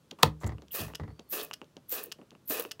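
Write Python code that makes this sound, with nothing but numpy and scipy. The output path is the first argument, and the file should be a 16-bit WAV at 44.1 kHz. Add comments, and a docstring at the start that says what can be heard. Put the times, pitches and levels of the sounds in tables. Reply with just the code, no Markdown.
"""Hard plastic snaps loudly and dull bumps set a sink booming. Then a trigger spray bottle squirts four
times onto a wet cloth cap in the basin, close to the microphone. Each squirt is a bright nozzle hiss,
mist pattering on the cloth with hollow plops from the heavy drops, a few spits as the pressure runs out,
and the stick-slip chirp of the trigger springing back. Underneath are hand knocks, small ticks, valve
fizzes, thin squeals and one short creak; a small room adds a short tail and a faint low hush."""
import sys
import numpy as np
from scipy import signal
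from scipy.fft import rfft, irfft
from scipy.io import wavfile
from scipy.ndimage import uniform_filter1d

SR = 44100
rng = np.random.default_rng(int(sys.argv[2]) if len(sys.argv) > 2 else 0)


def wav_out(sig):
    """Save sig, one row per channel (or a flat mono array), as 16-bit PCM at SR to the path in sys.argv[1]."""
    wavfile.write(sys.argv[1], SR, np.round(np.clip(np.atleast_2d(sig).T, -1, 1) * 32767).astype(np.int16))


N = 123479

# The squirts. Each row: start in seconds, hiss level in dB, hiss hold in seconds, mist flight in seconds,
# patter level in dB, patter hold in seconds, cloth drumming level in dB.
TRIGGER_PULLS = [(0.711, -26.5, 0.096, 0.026, -38.5, 0.087, -50),
                 (1.295, -25.5, 0.062, 0.027, -38, 0.081, -48), (1.887, -24, 0.076, .031, -42, 0.087, -51),
                 (2.472, -24.5, 0.069, .024, -37, 0.099, -47.5)]

# Short noises. Each row: start in seconds, length in seconds, level in dB.
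AIR_LEAKS = [(1.288, 0.016, -60), (1.881, .012, -64), (2.455, 0.015, -60)]  # from the nozzle, ahead of the jet
NOZZLE_DRIBBLES = [(1.404, 0.038, -49), (2.036, .022, -52), (2.592, 0.031, -46)]  # as the pressure runs out
CLOTH_SPLASHES = [(0.782, .035, -44), (1.381, 0.05, -42.5), (1.965, 0.037, -49), (2.592, 0.014, -50)]  # coarse drops on soaked cloth
PLASTIC_SLIDES = [(0.187, 0.05, -51.5), (0.412, 0.018, -51)]  # just before the plastic hits
VALVE_FIZZES = [(0.403, 0.051, -62.5), (0.463, 0.015, -47)]  # air sucked through the wet valve

# Single hits. Each row: start in seconds, level in dB.
NOZZLE_SPITS = [(0.719, -39), (1.304, -45), (1.43, -37.5), (1.435, -39), (1.448, -38.5), (1.894, -38),
                (2.033, -41), (2.0381, -33.5), (2.0587, -44.5), (2.477, -44), (2.484, -40), (2.499, -28),
                (2.597, -28), (2.607, -40), (2.624, -39), (2.638, -46)]
TRIGGER_RETURNS = [(0.9489, -33.5), (1.5323, -33), (2.1168, -33), (2.7111, -32)]
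SHARP_TICKS = [(0.1105, -51), (0.1126, -44.5), (0.4433, -52.5), (.493, -60.5), (.503, -66), (.52, -71),
               (0.6207, -60.5), (0.683, -61.5), (1.195, -52.5), (1.644, -66), (1.768, -54), (2.307, -58)]
SNAP_CONTACTS = [(0.2272, -42), (0.2298, -27.5), (0.2312, -22), (0.2322, -17.5), (0.2352, -35)]

# Heavy drops on the cap. Each row: start in seconds, pitch in Hz, level in dB.
CAP_PLOPS = [(.741, 476.5, -39.5), (1.329, 486, -37.5), (1.403, 690, -41.5), (1.415, 467, -31.5),
             (1.923, 507, -30.5), (1.98, 435, -37.5), (2.008, 400, -37.5), (2.067, 470, -36.5),
             (2.078, 351, -42), (2.501, 289, -25), (2.503, 637, -30.5), (2.518, 437, -25),
             (2.538, 518, -29.5), (2.594, 473.5, -21.5), (2.651, 369, -34), (2.662, 458, -33)]
# Stick-slip steps of one trigger return. Each row: delay in seconds, trim in dB, treble cutoff in Hz.
TRIGGER_SLIPS = [(0, -9.5, 7000), (.0042, -6.5, 14700), (.0085, -13, 12000)]
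# The hand on the bottle. Each row: start in seconds, click level in dB, body level in dB.
HAND_KNOCKS = [(0.1893, -57, -52.5), (.115, -56, -44.5), (0.583, -57, -51), (0.621, -61, -50),
               (0.9364, -50, -53), (1.193, -59, -46.5), (1.5119, -40, -64), (1.616, -47, -45),
               (1.767, -60, -46.5), (2.186, -69, -48.5), (2.215, -61, -50.5), (2.317, -62, -52.5),
               (2.351, -59, -57.5), (2.597, -42.5, -51), (2.6506, -42.5, -56.5), (2.796, -48, -43.5)]
# Bumps on the basin. Each row: start in seconds, contact level in dB, boom level in dB.
BASIN_BUMPS = [(0.235, -29.5, -26), (.261, -38, -26), (0.4334, -40, -30.5), (.444, -43, -29),
               (0.4661, -42.5, -30.5), (0.492, -43.5, -35.5), (.52, -48.5, -36.5), (.792, -48, -34.5),
               (0.813, -71, -37.5), (.85, -58, -39.5), (0.881, -50.5, -46), (0.9, -50.5, -46.5),
               (0.9972, -42, -32), (1.034, -47.5, -36), (1.078, -51.5, -41), (1.103, -56.5, -43.5)]
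# Thin squeals and one short creak just before the first squirt.
# Each row: start in seconds, length in seconds, top pitch in Hz, width in Hz, level in dB.
SQUEALS_AND_CREAK = [(0.578, 0.061, 4380, 40, -75), (0.706, .024, 3190, 452, -53),
                     (1.061, 0.26, 4600, 25, -77.5)]

# Ringing bodies. Each row: pitch in Hz, relative level in dB, seconds to fall 60 dB.
CLOTH_MODES = [(287, -5.5, 0.19), (351, -16, 0.17), (428.5, 2, 0.22), (501, -5.5, 0.053), (547, -5, 0.072),
               (643, 4.5, 0.051)]
PLASTIC_MODES = [(127, -25, 0.17), (155.6, -21.5, .22), (308, -33.5, .12), (351, -28.5, 0.084),
                 (468, -18, .09), (530, -22, .08), (753, -14, .04), (890, -19, 0.076), (1010, -8.5, .03),
                 (1246, -13.5, .03), (1770, -18.5, 0.022), (2570, -25, 0.036), (3150, -20, .022),
                 (3500, -20.5, 0.017), (4215, -21, 0.0073), (4650, -23, 0.015)]
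BASIN_MODES = [(70, -5.5, .4), (97, -1.5, 0.1), (121, -7, 0.11), (154.4, -4, .42), (214, -7.5, .28),
               (299.7, -8.5, .32), (366, -20, .25), (436, -17, 0.36), (584, -17.5, 0.15)]
# The room's tail. Each row: frequency in Hz, seconds to fall 60 dB.
ROOM_DECAY = [(100, 0.24), (500, 0.2), (2500, 0.14), (8000, 0.11)]

# EQ curves that give each noise its tone. Each row: frequency in Hz, relative gain in dB.
HISS_EQ = [(500, -21), (2000, -18), (5000, -17), (8000, -14), (10500, -16.5), (12500, -3), (14200, -42),
           (15500, -8), (16500, 4)]
SPIT_EQ = [(500, -44), (3000, -18), (7000, -20), (10000, -7), (13000, -1.5), (16000, 2)]
PATTER_EQ = [(70, -54.5), (180, -9), (350, 6.5), (700, 5), (900, -3.5), (1150, 5.5), (1450, -2.5),
             (1780, 3.5), (2200, -13), (2570, 2), (3300, -4), (5000, -6), (8000, -9), (16000, -5)]
MIST_EQ = [(1000, -44), (4000, -34), (7000, -0.5), (12000, 9), (16000, 2.5)]
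SPLASH_EQ = [(300, -15), (600, -8), (1300, -1), (2200, -8), (3300, 8), (4300, 1), (6000, -9), (16000, -41)]
TRIGGER_EQ = [(300, -14), (1000, -9), (1800, -3), (2250, -10.5), (2940, 6), (4000, -6), (5050, 2.5),
              (6500, -5.5), (9800, -11.5), (16000, -7.5)]
CRACK_EQ = [(200, -14.5), (1200, 2), (2200, -7), (3300, 1), (4300, 0.5), (5500, -6), (9000, -10),
            (12000, -14), (16000, -10)]
SNAP_TAIL_EQ = [(100, -3.5), (190, 5), (600, 1), (2000, -5.5), (4500, -10.5), (8000, -17), (16000, -23.5)]
CONTACT_EQ = [(150, -4), (400, 7), (1100, 2.5), (1550, -7.5), (1950, 0), (2500, -17.5), (4500, -20),
              (8000, -33), (16000, -39.5)]
BOOM_EQ = [(25, -47), (45, -21.5), (68, 1.5), (110, 4.5), (160, -6.5), (240, -10.5), (500, -24),
           (1200, -36), (8000, -85)]
KNOCK_EQ = [(200, -14), (700, -4.5), (1150, 2), (1600, -6), (2100, -12), (2850, 0.5), (3700, -20),
            (7000, -24), (10000, -36.5), (16000, -43)]
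BOTTLE_EQ = [(80, -21.5), (170, -1.5), (280, 1.5), (500, -2.5), (800, -10.5), (1300, -22), (3000, -34),
             (12000, -55.5)]
TICK_EQ = [(500, -24.5), (2000, -8.5), (3200, 6), (5000, -2), (6700, -3), (8000, -17.5), (16000, -22)]
SLIDE_EQ = [(150, -12), (600, 1), (1200, 1.5), (2200, -13.5), (5000, -20.5), (7200, -22.5), (10000, -24.5),
            (16000, -28.5)]
FIZZ_EQ = [(1000, -27), (5000, -15), (6500, -3), (7500, 2.5), (8600, -10), (12000, -11.5), (16000, -13)]
ROOM_TONE_EQ = [(15, -40), (70, -7.5), (160, -1), (280, -8.5), (450, -11.5), (750, -20), (1100, -19),
                (2100, -27), (3200, -26.5), (6000, -30), (13000, -36), (16000, -38)]


def nozzle(attack_s=.039, sag_db_per_s=176, stop_db_per_s=260):
    """Air leaks, then the sputtering hiss climbs, sags with the pressure and ends in dribbles and spits."""
    out, t = np.zeros(N), clock()
    attack = np.minimum(t / attack_s, 1)
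    sag_db = sag_db_per_s * np.maximum(t - attack_s, 0)
    jet_hz = 14340 - 2840 * np.exp(-t / .007)  # the whistle scoops up as the jet starts
    for start, hiss_db, hold, *_ in TRIGGER_PULLS:
        pressure = attack ** .7 * amp(-sag_db - stop_db_per_s * np.maximum(t - hold, 0))
        hiss = attack * colour(noise(), HISS_EQ) + amp(-9) * whistle(jet_hz, width_hz=1270)
        add(out, start, amp(hiss_db) * pressure * sputter() * hiss)
    for start, length, db in AIR_LEAKS:
        add(out, start, amp(db) * np.sqrt(swell(length)) * whistle(12100, width_hz=1900))
    for start, length, db in NOZZLE_DRIBBLES:
        add(out, start, amp(db) * sputter() * colour(droplets() * (t < length), SPIT_EQ))
    for start, db in NOZZLE_SPITS:
        add(out, start, amp(db) * burst(SPIT_EQ, t60=.025))
    return out


def spray(attack_s=.014):
    """Mist lands just after the hiss, fine and then coarser, and drums on the cloth with a hollow ring."""
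    out, t = np.zeros(N), clock()
    attack = np.minimum(t / attack_s, 1)
    for start, _, _, flight, patter_db, hold, cloth_db in TRIGGER_PULLS:
        release_s = np.maximum(t - hold, 0)
        coarse = colour(droplets(), PATTER_EQ)
        fine = amp(-2 - 130 * t) * colour(droplets(), MIST_EQ)
        patter = amp(patter_db - 260 * release_s) * (coarse + fine)
        cloth = irfft(rfft(droplets()) * rfft(ring(CLOTH_MODES)))  # every drop rings the cloth
        drum = amp(cloth_db - 132 * release_s) * unit_rms(low_cut(cloth, 265))
        hollow = amp(patter_db - 14 - 256 * release_s) * whistle(2538, width_hz=180)
        add(out, start + flight, attack * (patter + drum + hollow))
    for start, length, db in CLOTH_SPLASHES:
        add(out, start, amp(db) * colour(droplets() * swell(length), SPLASH_EQ))
    return out


def plops(attack_s=.002, t60=.055):
    """The hollow crown of the cap answers heavy drops with a short note."""
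    out = np.zeros(N)
    attack = (1 - np.exp(-clock() / attack_s)) ** 2
    for start, hz, db in CAP_PLOPS:
        add(out, start, attack * ring([(hz, db, t60)]))
    return out


def trigger():
    """The trigger springs back, sticking and slipping in three quick steps that make a chirp."""
    out = np.zeros(N)
    for start, db in TRIGGER_RETURNS:
        for delay, trim_db, cutoff_hz in TRIGGER_SLIPS:
            slip = high_cut(burst(TRIGGER_EQ, t60=.022), cutoff_hz)
            add(out, start + delay, amp(db + trim_db) * slip)
    return out


def snap(ring_start_s=.2318):
    """Hard plastic cracks home; the hollow body rings and leaves a dense tail."""
    out = np.zeros(N)
    for start, db in SNAP_CONTACTS:
        add(out, start, amp(db) * burst(CRACK_EQ, t60=.01))
    add(out, ring_start_s, ring(PLASTIC_MODES) + amp(-37) * burst(SNAP_TAIL_EQ, t60=.34))
    return out


def basin(bloom_s=.01, rebound_s=.0072):
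    """Each bump touches twice, leaves a hollow rattle and sets the basin booming."""
    out = np.zeros(N)
    modes = amp(-3.5) * hit_energy(ring(BASIN_MODES))
    bloom = np.minimum(clock() / bloom_s, 1)
    for start, contact_db, boom_db in BASIN_BUMPS:
        contact = burst(CONTACT_EQ, t60=.039)
        rattle = amp(-3) * burst(CONTACT_EQ, t60=.2)
        add(out, start, amp(contact_db) * (contact + rattle))
        add(out, start, amp(boom_db) * bloom * (burst(BOOM_EQ, t60=.25) + modes))
        add(out, start + rebound_s, amp(contact_db - 10) * burst(CONTACT_EQ, t60=.039))
    return out


def knocks():
    """The hand knocks on the bottle: a click over a low body thud."""
    out = np.zeros(N)
    for start, click_db, body_db in HAND_KNOCKS:
        add(out, start, amp(click_db) * burst(KNOCK_EQ, t60=.0083))
        add(out, start, amp(body_db) * burst(BOTTLE_EQ, t60=.18))
    return out


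def ticks_and_slides():
    """Small sharp ticks, some crackling with the bumps on the basin, and brief slides of plastic."""
    out = np.zeros(N)
    for start, db in SHARP_TICKS:
        add(out, start, amp(db) * burst(TICK_EQ, t60=.0066))
    for start, length, db in PLASTIC_SLIDES:
        add(out, start, amp(db) * colour(noise() * (clock() < length), SLIDE_EQ))
    return out


def fizzes_and_squeals(bend_hz=380):
    """Air fizzes through the wet valve; thin squeals and one short creak bend up and down in pitch."""
    out = np.zeros(N)
    for start, length, db in VALVE_FIZZES:
        add(out, start, amp(db) * colour(droplets() * (clock() < length), FIZZ_EQ))
    for start, length, top_hz, width_hz, db in SQUEALS_AND_CREAK:
        arch = swell(length)
        tone = whistle(top_hz - bend_hz * (1 - arch), width_hz)
        add(out, start, amp(db) * np.sqrt(arch) * tone)
    return out


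def reverb(x):
    """The small room's short tail, with the treble dying first."""
    hz, t, bands = signal.stft(noise(), SR, nperseg=256)
    decay = amp(-60 * t / curve_at(ROOM_DECAY, hz)[:, None])
    tail = signal.istft(bands * decay, SR, nperseg=256)[1]
    return signal.fftconvolve(x, tail / np.linalg.norm(tail))[:N]


def room_tone():
    """A steady low hush."""
    return colour(rng.standard_normal(N), ROOM_TONE_EQ)


def sputter(depth_db=2, grain_s=.0024):
    """The quick level flutter of a jet that carries bubbles."""
    flutter = unit_rms(uniform_filter1d(noise(), round(grain_s * SR)))
    return unit_rms(amp(depth_db * flutter))


def droplets(per_second=13000):
    """A dense train of tiny impacts, mostly soft with a few loud ones."""
    chance, size, sign = rng.random((3, len(clock())))
    impacts = (chance < per_second / SR) * np.sign(sign - .5)
    return unit_rms(impacts * amp(-7 * np.log(size + .026)))


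def whistle(hz, width_hz):
    """A narrow band of noise around a steady or gliding pitch."""
    pole = np.exp(-np.pi * width_hz / SR)
    wander = signal.lfilter([1], np.poly([pole, pole]), noise() + 1j * noise())
    phase = 2 * np.pi * np.cumsum(np.broadcast_to(hz, wander.shape)) / SR
    return unit_rms((wander * np.exp(1j * phase)).real)


def burst(eq, t60):
    """One impact: noise that falls 60 dB in t60 seconds, shaped by an EQ curve."""
    fade = amp(-60 * clock() / t60)
    x = noise() * fade
    for _ in range(3):  # flatten chance peaks so that the EQ sets the tone
        spectrum = rfft(x)
        x = irfft(spectrum / (abs(spectrum) + 1e-12), len(x)) * np.minimum(2 * fade, 1)
    return hit_energy(colour(x, eq))


def ring(modes):
    """The dying sines of a struck body, neighbours in opposite polarity."""
    t = clock()
    return sum((-1) ** k * amp(db - 60 * t / t60) * np.sin(2 * np.pi * hz * t)
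               for k, (hz, db, t60) in enumerate(modes))


def colour(x, eq, size=4096):
    """Minimum-phase EQ of unit energy, which keeps attacks sharp."""
    log_gain = np.log(amp(curve_at(eq, abs(np.fft.fftfreq(size, 1 / SR)))))
    response = np.exp(np.conj(signal.hilbert(log_gain)))
    taps = np.fft.ifft(response).real[:size // 2]
    return signal.oaconvolve(x, taps / np.linalg.norm(taps))[:len(x)]


def low_cut(x, hz):
    """Rolls off the bass at 24 dB an octave."""
    return signal.sosfilt(signal.butter(4, hz, "high", fs=SR, output="sos"), x)


def high_cut(x, hz):
    """Rolls off the treble steeply."""
    return signal.sosfilt(signal.butter(4, hz, fs=SR, output="sos"), x)


def curve_at(points, hz):
    """Reads a curve on a log-frequency axis."""
    point_hz, values = np.transpose(points)
    return np.interp(np.log(hz + 1), np.log(point_hz + 1), values)


def swell(length):
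    """One arch from silence to 1 and back."""
    return np.sin(np.pi * np.minimum(clock() / length, 1)).clip(0)


def clock():
    """Half a second of sample times."""
    return np.arange(SR // 2) / SR


def noise():
    """Half a second of white noise."""
    return rng.standard_normal(SR // 2)


def amp(db):
    """Decibels to gain."""
    return 10 ** (np.asarray(db) / 20)


def unit_rms(x):
    """Scales to rms 1."""
    return x / np.sqrt(np.mean(x ** 2) + 1e-20)


def hit_energy(x):
    """Gives a hit the energy of 10 ms at rms 1."""
    return x * np.sqrt(.01 * SR / (np.sum(x ** 2) + 1e-20))


def add(mix, start, sound):
    """Drops a sound into the mix at a start time in seconds."""
    part = mix[round(start * SR):][:len(sound)]
    part += sound[:len(part)]


def scene():
    """The mono mix: close sources, a touch of reverb and faint room tone."""
    close = nozzle() + spray() + plops() + trigger()
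    close += knocks() + ticks_and_slides() + fizzes_and_squeals() + snap() + basin()
    return (close + amp(-15) * reverb(close) + amp(-64.5) * room_tone())[None]


def record(dry):
    """The microphone chain: a 37 Hz low cut, a clip at full scale and a 15850 Hz band limit."""
    clipped = np.clip(low_cut(dry, 37), -1, 1)
    band_limit = signal.firwin(511, 15850, window=("kaiser", 9), fs=SR)
    return signal.oaconvolve(clipped, band_limit[None], "same")


dry = scene()
out = record(dry)
wav_out(out)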